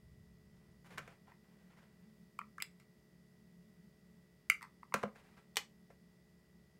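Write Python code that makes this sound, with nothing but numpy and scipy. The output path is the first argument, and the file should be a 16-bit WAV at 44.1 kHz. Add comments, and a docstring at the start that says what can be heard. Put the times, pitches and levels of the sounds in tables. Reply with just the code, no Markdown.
"""Small hollow clicks, close by, as a makeup brush and an eyeshadow palette are handled in a small room.
Each click is a bright crack with the brief resonance of a small cavity. The palette is knocked and put
down, its case ringing and rattling, and hard plastic clacks. Things slide and rustle softly in between.
Behind it all a motor hums and whines faintly, arm movements stir a low rumble and the air hisses."""
import sys
import numpy as np
from scipy import signal
from scipy.fft import rfft, irfft
from scipy.io import wavfile

SR = 44100
rng = np.random.default_rng(int(sys.argv[2]) if len(sys.argv) > 2 else 0)


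def unload_wav(signal):
    """Save mono or channel-first audio to the path in sys.argv[1] as 16-bit WAV at rate SR, clipped to [-1, 1]."""
    wavfile.write(
        sys.argv[1],
        SR,
        np.round(np.clip(np.atleast_2d(signal).T, -1, 1) * 32767).astype(np.int16),
    )


N = 299834
TIME = np.arange(N) / SR
AGE = np.arange(SR // 2) / SR   # seconds since a contact


# The clicks. Each row: start in seconds, low resonance in Hz, its level in dB, high resonance in Hz,
# its level in dB, crack level in dB, room send in dB.
CLICKS = [(1.2795, 870, -53.5, 1250, -68, -72, 5.5), (1.319, 920, -55, 1940, -56.5, -70, 1),
          (2.3898, 1176, -30, 2355, -39.5, -43, -5), (2.4137, 1200, -39, 1940, -46.5, -66, -10),
          (2.5816, 1275, -39, 1580, -41.5, -50.5, -2), (2.6015, 1300, -53.5, 2210, -39, -50.5, 6),
          (2.6229, 2110, -36.5, 2740, -38.5, -21.5, -6), (2.799, 1350, -65, 2190, -62.5, -53.5, 5.5),
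          (4.4992, 1354, -27, 2190, -14, -16.5, -3), (4.61, 1290, -47.5, 1880, -53, -56, 0),
          (4.619, 1100, -48, 2020, -49, -51, -8), (4.6273, 1060, -44.5, 2020, -44.5, -43, 0),
          (4.6392, 1080, -45.5, 1500, -55, -58, -0.5), (4.649, 1110, -51, 1590, -57, -63, -6),
          (4.8305, 1083, -42, 2020, -54.5, -62, -6), (4.9225, 1080, -37.5, 2080, -48, -62, -2.5)]
# The bright edge of a click. Each row: frequency in Hz, spectral level in dB.
CRACK_COLOUR = [(300, -23), (1000, -11.5), (2000, 0.5), (3000, -5), (4100, -3), (5000, 3.5), (6200, -8.5),
                (8000, -1), (9700, -5.5), (11000, -7.5), (14500, -9), (16500, -13.5)]

def hollow_clicks(crack_decay_s=0.0017, overtone_ratio=1.3, overtone_db=-13):
    """A crack and three short resonances of a small cavity; returns the direct sound and the room send."""
    direct, room_send = np.zeros(N), np.zeros(N)
    for start, low_hz, low_db, high_hz, high_db, crack_db, send_db in CLICKS:
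        overtone = from_db(overtone_db) * cavity(high_hz * overtone_ratio)
        body = from_db(low_db) * cavity(low_hz) + from_db(high_db) * (cavity(high_hz) + overtone)
        crack = from_db(1) * snap(CRACK_COLOUR) + from_db(-7) * burst(CRACK_COLOUR, crack_decay_s)
        click = low_cut(body, hz=700) + from_db(crack_db) * crack
        add(direct, start, click)
        add(room_send, start, click * from_db(send_db))
    return direct, room_send


def cavity(hz, length_s=0.0043):
    """A hollow resonance that swells for a few cycles and is gone."""
    swell = np.maximum(np.sin(np.pi * np.minimum(AGE / length_s, 1)), 0) ** 1.1
    return swell * np.sin(2 * np.pi * hz * AGE)


# Knocks on the palette. Each row: start in seconds, level in dB, treble roll-off in Hz,
# thud boost or cut in dB, rattle decay in seconds.
KNOCKS = [(0.8455, -59, 6000, -6, .004), (0.9760, -36, 2500, -13, 0.0014), (0.9807, -32, 4500, -34, 0.0068),
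          (0.9896, -41, 2500, 2, 0.0061), (1.0770, -45, 3000, 1.5, 0.0064), (1.108, -61, 2520, -1, .004),
          (4.9408, -17.5, 5160, -1, 0.0034), (4.9497, -36, 2500, -16, 0.0051),
          (5.0305, -32, 2300, -20, 0.0018), (5.0353, -23, 1040, 6, 0.0021), (5.0494, -51.5, 900, 17, .003),
          (5.081, -55, 2520, -8, 0.0049), (5.1578, -51, 4000, 1, 0.0072), (5.379, -56.5, 2500, -13, 0.0076),
          (5.9026, -53.5, 2010, 10, 0.015)]
# The ring of the case. Each row: frequency in Hz, level in dB, seconds to fade by 60 dB.
CASE_MODES = [(139.4, -16.5, 0.044), (205, -19.5, 0.16), (242.4, -22.5, 0.12), (385, -34.5, 0.054),
              (478, -10.5, 0.041), (561, -9.5, 0.029), (676, -7.5, 0.017), (1044, -5, 0.017),
              (1236, -7.5, 0.025), (1360, -12, 0.049), (1606, -6, 0.014), (2085, -16.5, 0.017),
              (2580, -34, 0.017), (3660, -15.5, 0.009)]
# Its crowded upper modes and loose pans. 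Each row: frequency in Hz, spectral level in dB.
RATTLE_COLOUR = [(200, -3.5), (600, 1.5), (1200, -1.5), (2200, 5.5), (3500, -12), (6000, -4.5),
                 (9000, -7.5), (15000, -8.5)]

def palette_knocks(thud_below_hz=800):
    """The case rings and rattles; a soft contact loses treble, a heavy one brings out the low modes."""
    out = np.zeros(N)
    for start, db, corner_hz, thud_db, decay_s in KNOCKS:
        modes = [(hz, mode_db + thud_db * (hz < thud_below_hz), t60) for hz, mode_db, t60 in CASE_MODES]
        body = ring(modes, spread_db=0)
        attack = from_db(3) * snap(RATTLE_COLOUR)
        rattle = from_db(-7) * burst(RATTLE_COLOUR, decay_s)
        add(out, start, from_db(db) * soften(body + attack + rattle, corner_hz))
    return low_cut(out, hz=135)


# Hard plastic clacks. Each row: start in seconds, level in dB.
CLACKS = [(0.981, -42), (5.5583, -38), (5.5693, -18.5)]
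# The ring of the plastic shell. Each row: frequency in Hz, level in dB, seconds to fade by 60 dB.
SHELL_MODES = [(434, -21.5, 0.082), (830, -25, 0.09), (1250, -35.5, 0.042), (1866, -22.5, 0.056),
               (2084, -19.5, 0.058), (2235, -25, .04), (3010, -13, 0.035), (3330, -14.5, 0.027),
               (4300, -20.5, 0.0097), (5650, -5.5, 0.0106), (8120, -9, 0.0072), (14600, -20.5, .008)]
# Its crack and buzz. Each row: frequency in Hz, spectral level in dB.
SHELL_COLOUR = [(150, -54.5), (250, -8.5), (436, -3.5), (640, -31), (831, 1.5), (1450, -5.5), (3520, 2),
                (3980, -2), (10500, -8.5), (14700, -12), (16000, -72)]

def plastic_clacks():
    """Hard plastic meets plastic: a crack, a short buzz and the shell's ring."""
    out = np.zeros(N)
    for start, db in CLACKS:
        crack = from_db(1) * snap(SHELL_COLOUR) + from_db(-6) * burst(SHELL_COLOUR, decay_s=0.0011)
        buzz = from_db(-15) * burst(SHELL_COLOUR, decay_s=0.0074)
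        shell = from_db(-2) * ring(SHELL_MODES, spread_db=1.5)
        add(out, start, from_db(db) * (crack + buzz + shell))
    return low_cut(out, hz=250)


# Slides and rustles. Each row: start in seconds, hold in seconds, level in dB, treble roll-off in Hz.
STROKES = [(.53, 0.19, -82, 4000), (0.844, .025, -64, 14000), (0.898, 0.045, -60.5, 9000),
           (1.008, 0.12, -66.5, 7000), (1.262, 0.037, -68, 3000), (1.425, .25, -78.5, 9000),
           (1.694, 0.037, -70.5, 6000), (1.762, 0.02, -68, 9000), (1.815, 0.023, -71.5, 4000),
           (1.867, 0.23, -83, 9000), (4.93, .09, -61.5, 9000), (5.145, .055, -65, 8000),
           (5.228, .12, -73.5, 12100), (5.362, 0.026, -67, 7000)]
# The tone of the friction. Each row: frequency in Hz, spectral level in dB.
RUB_COLOUR = [(200, -4.5), (500, 1.5), (800, 1.5), (1200, 1.5), (2300, -2), (3500, -9.5), (6000, -16),
              (10000, -16), (16000, -21)]

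def rubbing(grain_db=2.0, catches_per_s=450):
    """Strokes of friction noise, made finely grainy by surfaces that catch and slip."""
    friction = rms_one(noise(RUB_COLOUR) * from_db(grain_db * drift(catches_per_s)))
    out = np.zeros(N)
    for start, hold, db, corner_hz in STROKES:
        envelope = gesture(start, hold, attack_s=0.014, release_s=0.03)
        out += from_db(db) * envelope * soften(friction, corner_hz)
    return out


# Reflections off nearby surfaces. Each row: delay in seconds, level in dB.
ECHOES = [(.0042, -20.5), (.0074, -19), (0.0195, -14), (0.0249, -24)]
# The length of the room's tail. Each row: frequency in Hz, seconds to fade by 60 dB.
TAIL_T60 = [(150, 0.16), (600, 0.2), (2200, 0.19), (6000, 0.2), (15000, .17)]
# The tone of the tail. Each row: frequency in Hz, level in dB relative to the send.
TAIL_COLOUR = [(150, -2.5), (600, -6.5), (2200, -5.5), (6000, -7), (15000, -13)]

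def room(send, build_up_s=0.0014):
    """The small room answers with a few dull echoes and a diffuse tail that dies band by band."""
    size = len(AGE)
    hz = np.fft.rfftfreq(size, 1 / SR)
    white = rfft(rng.standard_normal(size))
    band_edges = np.geomspace(60, SR / 2, 13)
    tail, early = np.zeros(size), np.zeros(size)
    for low, high in zip(band_edges, band_edges[1:]):
        centre = np.sqrt(low * high)
        band = irfft(white * (hz >= low) * (hz < high), size)
        fade = from_db(-60 * AGE / at_hz(TAIL_T60, centre)) * (1 - np.exp(-AGE / build_up_s))
        tail += from_db(at_hz(TAIL_COLOUR, centre)) * band * fade / np.linalg.norm(fade)
    for delay, db in ECHOES:
        early[round(delay * SR)] = from_db(db)
    return signal.fftconvolve(send, tail + soften(early, hz=4500))[:N]


# The motor's hum and whine. Each row: frequency in Hz, rms level in dB.
MOTOR_TONES = [(140.0, -77.5), (177.6, -72), (215.3, -77), (355.3, -82), (425.3, -80), (565.2, -90),
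               (635.2, -87.5), (1911, -86), (1981, -84), (3467, -102), (4527, -101), (4597, -95.5),
               (4807, -99), (4883, -99), (4953, -95), (5303, -95)]
# The swells of its low drone. Each row: time in seconds, rms level in dB.
DRONE_LEVELS = [(0, -77.5), (1.55, -65.5), (1.85, -77), (2.2, -61), (2.85, -76), (3.85, -65), (4.6, -78),
                (6.8, -75)]
# The tone of that drone. Each row: frequency in Hz, spectral level in dB.
DRONE_COLOUR = [(120, -29.5), (160, -3), (174, 12), (195, -1), (213, 7.5), (235, -10.5), (280, -43.5)]

def motor(waver_db=0.5, wobble_radians=0.3):
    """A motor holds slightly unsteady tones over a narrow low drone that swells and sinks."""
    tones = np.zeros(N)
    for hz, db in MOTOR_TONES:
        amplitude = np.sqrt(2) * from_db(db + waver_db * drift(per_s=3.4))
        tones += amplitude * np.sin(2 * np.pi * hz * TIME + wobble_radians * drift(per_s=5))
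    swell = from_db(np.interp(TIME, *np.transpose(DRONE_LEVELS)))
    return tones + swell * noise(DRONE_COLOUR)


# Arm movements. Each row: start in seconds, hold in seconds, level in dB.
ARM_MOVES = [(0, 0.17, -63), (.3, 0.5, -71), (0.912, 0.12, -64.5)]
# The tone of their rumble. Each row: frequency in Hz, spectral level in dB.
RUMBLE_COLOUR = [(20, -17), (55, -1.5), (100, 0.5), (150, 3), (250, -21.5), (500, -62)]

def arm_rumble():
    """A low rumble comes and goes with each movement of the arm."""
    envelope = sum(from_db(db) * gesture(start, hold, attack_s=0.043, release_s=0.12)
                   for start, hold, db in ARM_MOVES)
    return envelope * noise(RUMBLE_COLOUR)


# The room tone. Each row: frequency in Hz, spectral level in dB.
AIR_COLOUR = [(20, -22.5), (42, -19), (60, 1), (105, -7.5), (140, -0.5), (190, 1.5), (250, -6),
              (320, -12.5), (450, -14), (800, -20.5), (1600, -24), (3500, -28), (5000, -29.5), (15000, -34)]

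def air(level_db=-69.5):
    """A steady bed of low noise, topped by the faint hiss of the air."""
    return from_db(level_db) * noise(AIR_COLOUR)


def ring(modes, spread_db):
    """Struck modes die away; spread_db varies the strength of each from blow to blow."""
    return sum((-1) ** k * from_db(db + spread_db * rng.normal() - 60 * AGE / t60)
               * np.sin(2 * np.pi * hz * AGE) for k, (hz, db, t60) in enumerate(modes))


def snap(colour, size=1024):
    """The instant of contact: one spike of a given spectrum, peak 1."""
    cepstrum = irfft(np.log(from_db(at_hz(colour, np.fft.rfftfreq(size, 1 / SR)))))
    # minimum phase packs the energy at the front
    cepstrum[1:size // 2] *= 2
    cepstrum[size // 2 + 1:] = 0
    spike = irfft(np.exp(rfft(cepstrum)))
    return np.pad(spike / np.abs(spike).max(), (0, len(AGE) - size))


def burst(colour, decay_s):
    """Crowded modes blur into noise that dies within milliseconds."""
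    return noise(colour, len(AGE)) * np.exp(-AGE / decay_s)


def gesture(start, hold, attack_s, release_s):
    """The envelope of a movement: it gathers speed and dies away once the hold is over."""
    rise = np.clip((TIME - start) / attack_s, 0, 1)
    return rise * np.exp(-np.clip((TIME - start - hold) / release_s, 0, 20))


def noise(colour, size=N):
    """Noise of a given spectrum, rms 1."""
    hz = np.fft.rfftfreq(size, 1 / SR)
    return rms_one(irfft(rfft(rng.standard_normal(size)) * from_db(at_hz(colour, hz)), size))


def drift(per_s):
    """A wander that glides between random values of spread 1."""
    knots = rng.standard_normal(int(TIME[-1] * per_s) + 2)
    return np.interp(TIME * per_s, np.arange(len(knots)), knots)


def soften(x, hz):
    """Roll the treble off gently."""
    return signal.lfilter(*signal.butter(1, hz, fs=SR), x)


def low_cut(x, hz):
    """Small things radiate little bass."""
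    return signal.sosfilt(signal.butter(2, hz, "high", fs=SR, output="sos"), x)


def add(out, start, sound):
    """Mix a sound in at a start time in seconds."""
    first = round(start * SR)
    out[first:first + len(sound)] += sound[:N - first]


def at_hz(points, hz):
    """Read a table on a log-frequency axis."""
    frequencies, values = np.transpose(points)
    return np.interp(np.log(np.maximum(hz, 1)), np.log(frequencies), values)


def from_db(db):
    """Decibels to gain."""
    return 10 ** (np.asarray(db) / 20)


def rms_one(x):
    """Scale to unit rms."""
    return x / np.sqrt(np.mean(x ** 2) + 1e-20)


def scene(handling_send_db=-2.0):
    """The mono mix: clicks and handling in the small room, over motor, air and arm rumble."""
    clicks, click_send = hollow_clicks()
    handling = palette_knocks() + plastic_clacks() + rubbing()
    background = motor() + air() + arm_rumble()
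    reverb = room(click_send + from_db(handling_send_db) * handling)
    return (clicks + handling + reverb + background)[None]


def record(dry):
    """A steep high cut takes off the very top."""
    return signal.sosfilt(signal.ellip(10, .1, 80, 15900, fs=SR, output="sos"), dry)


dry = scene()
out = record(dry)
unload_wav(out)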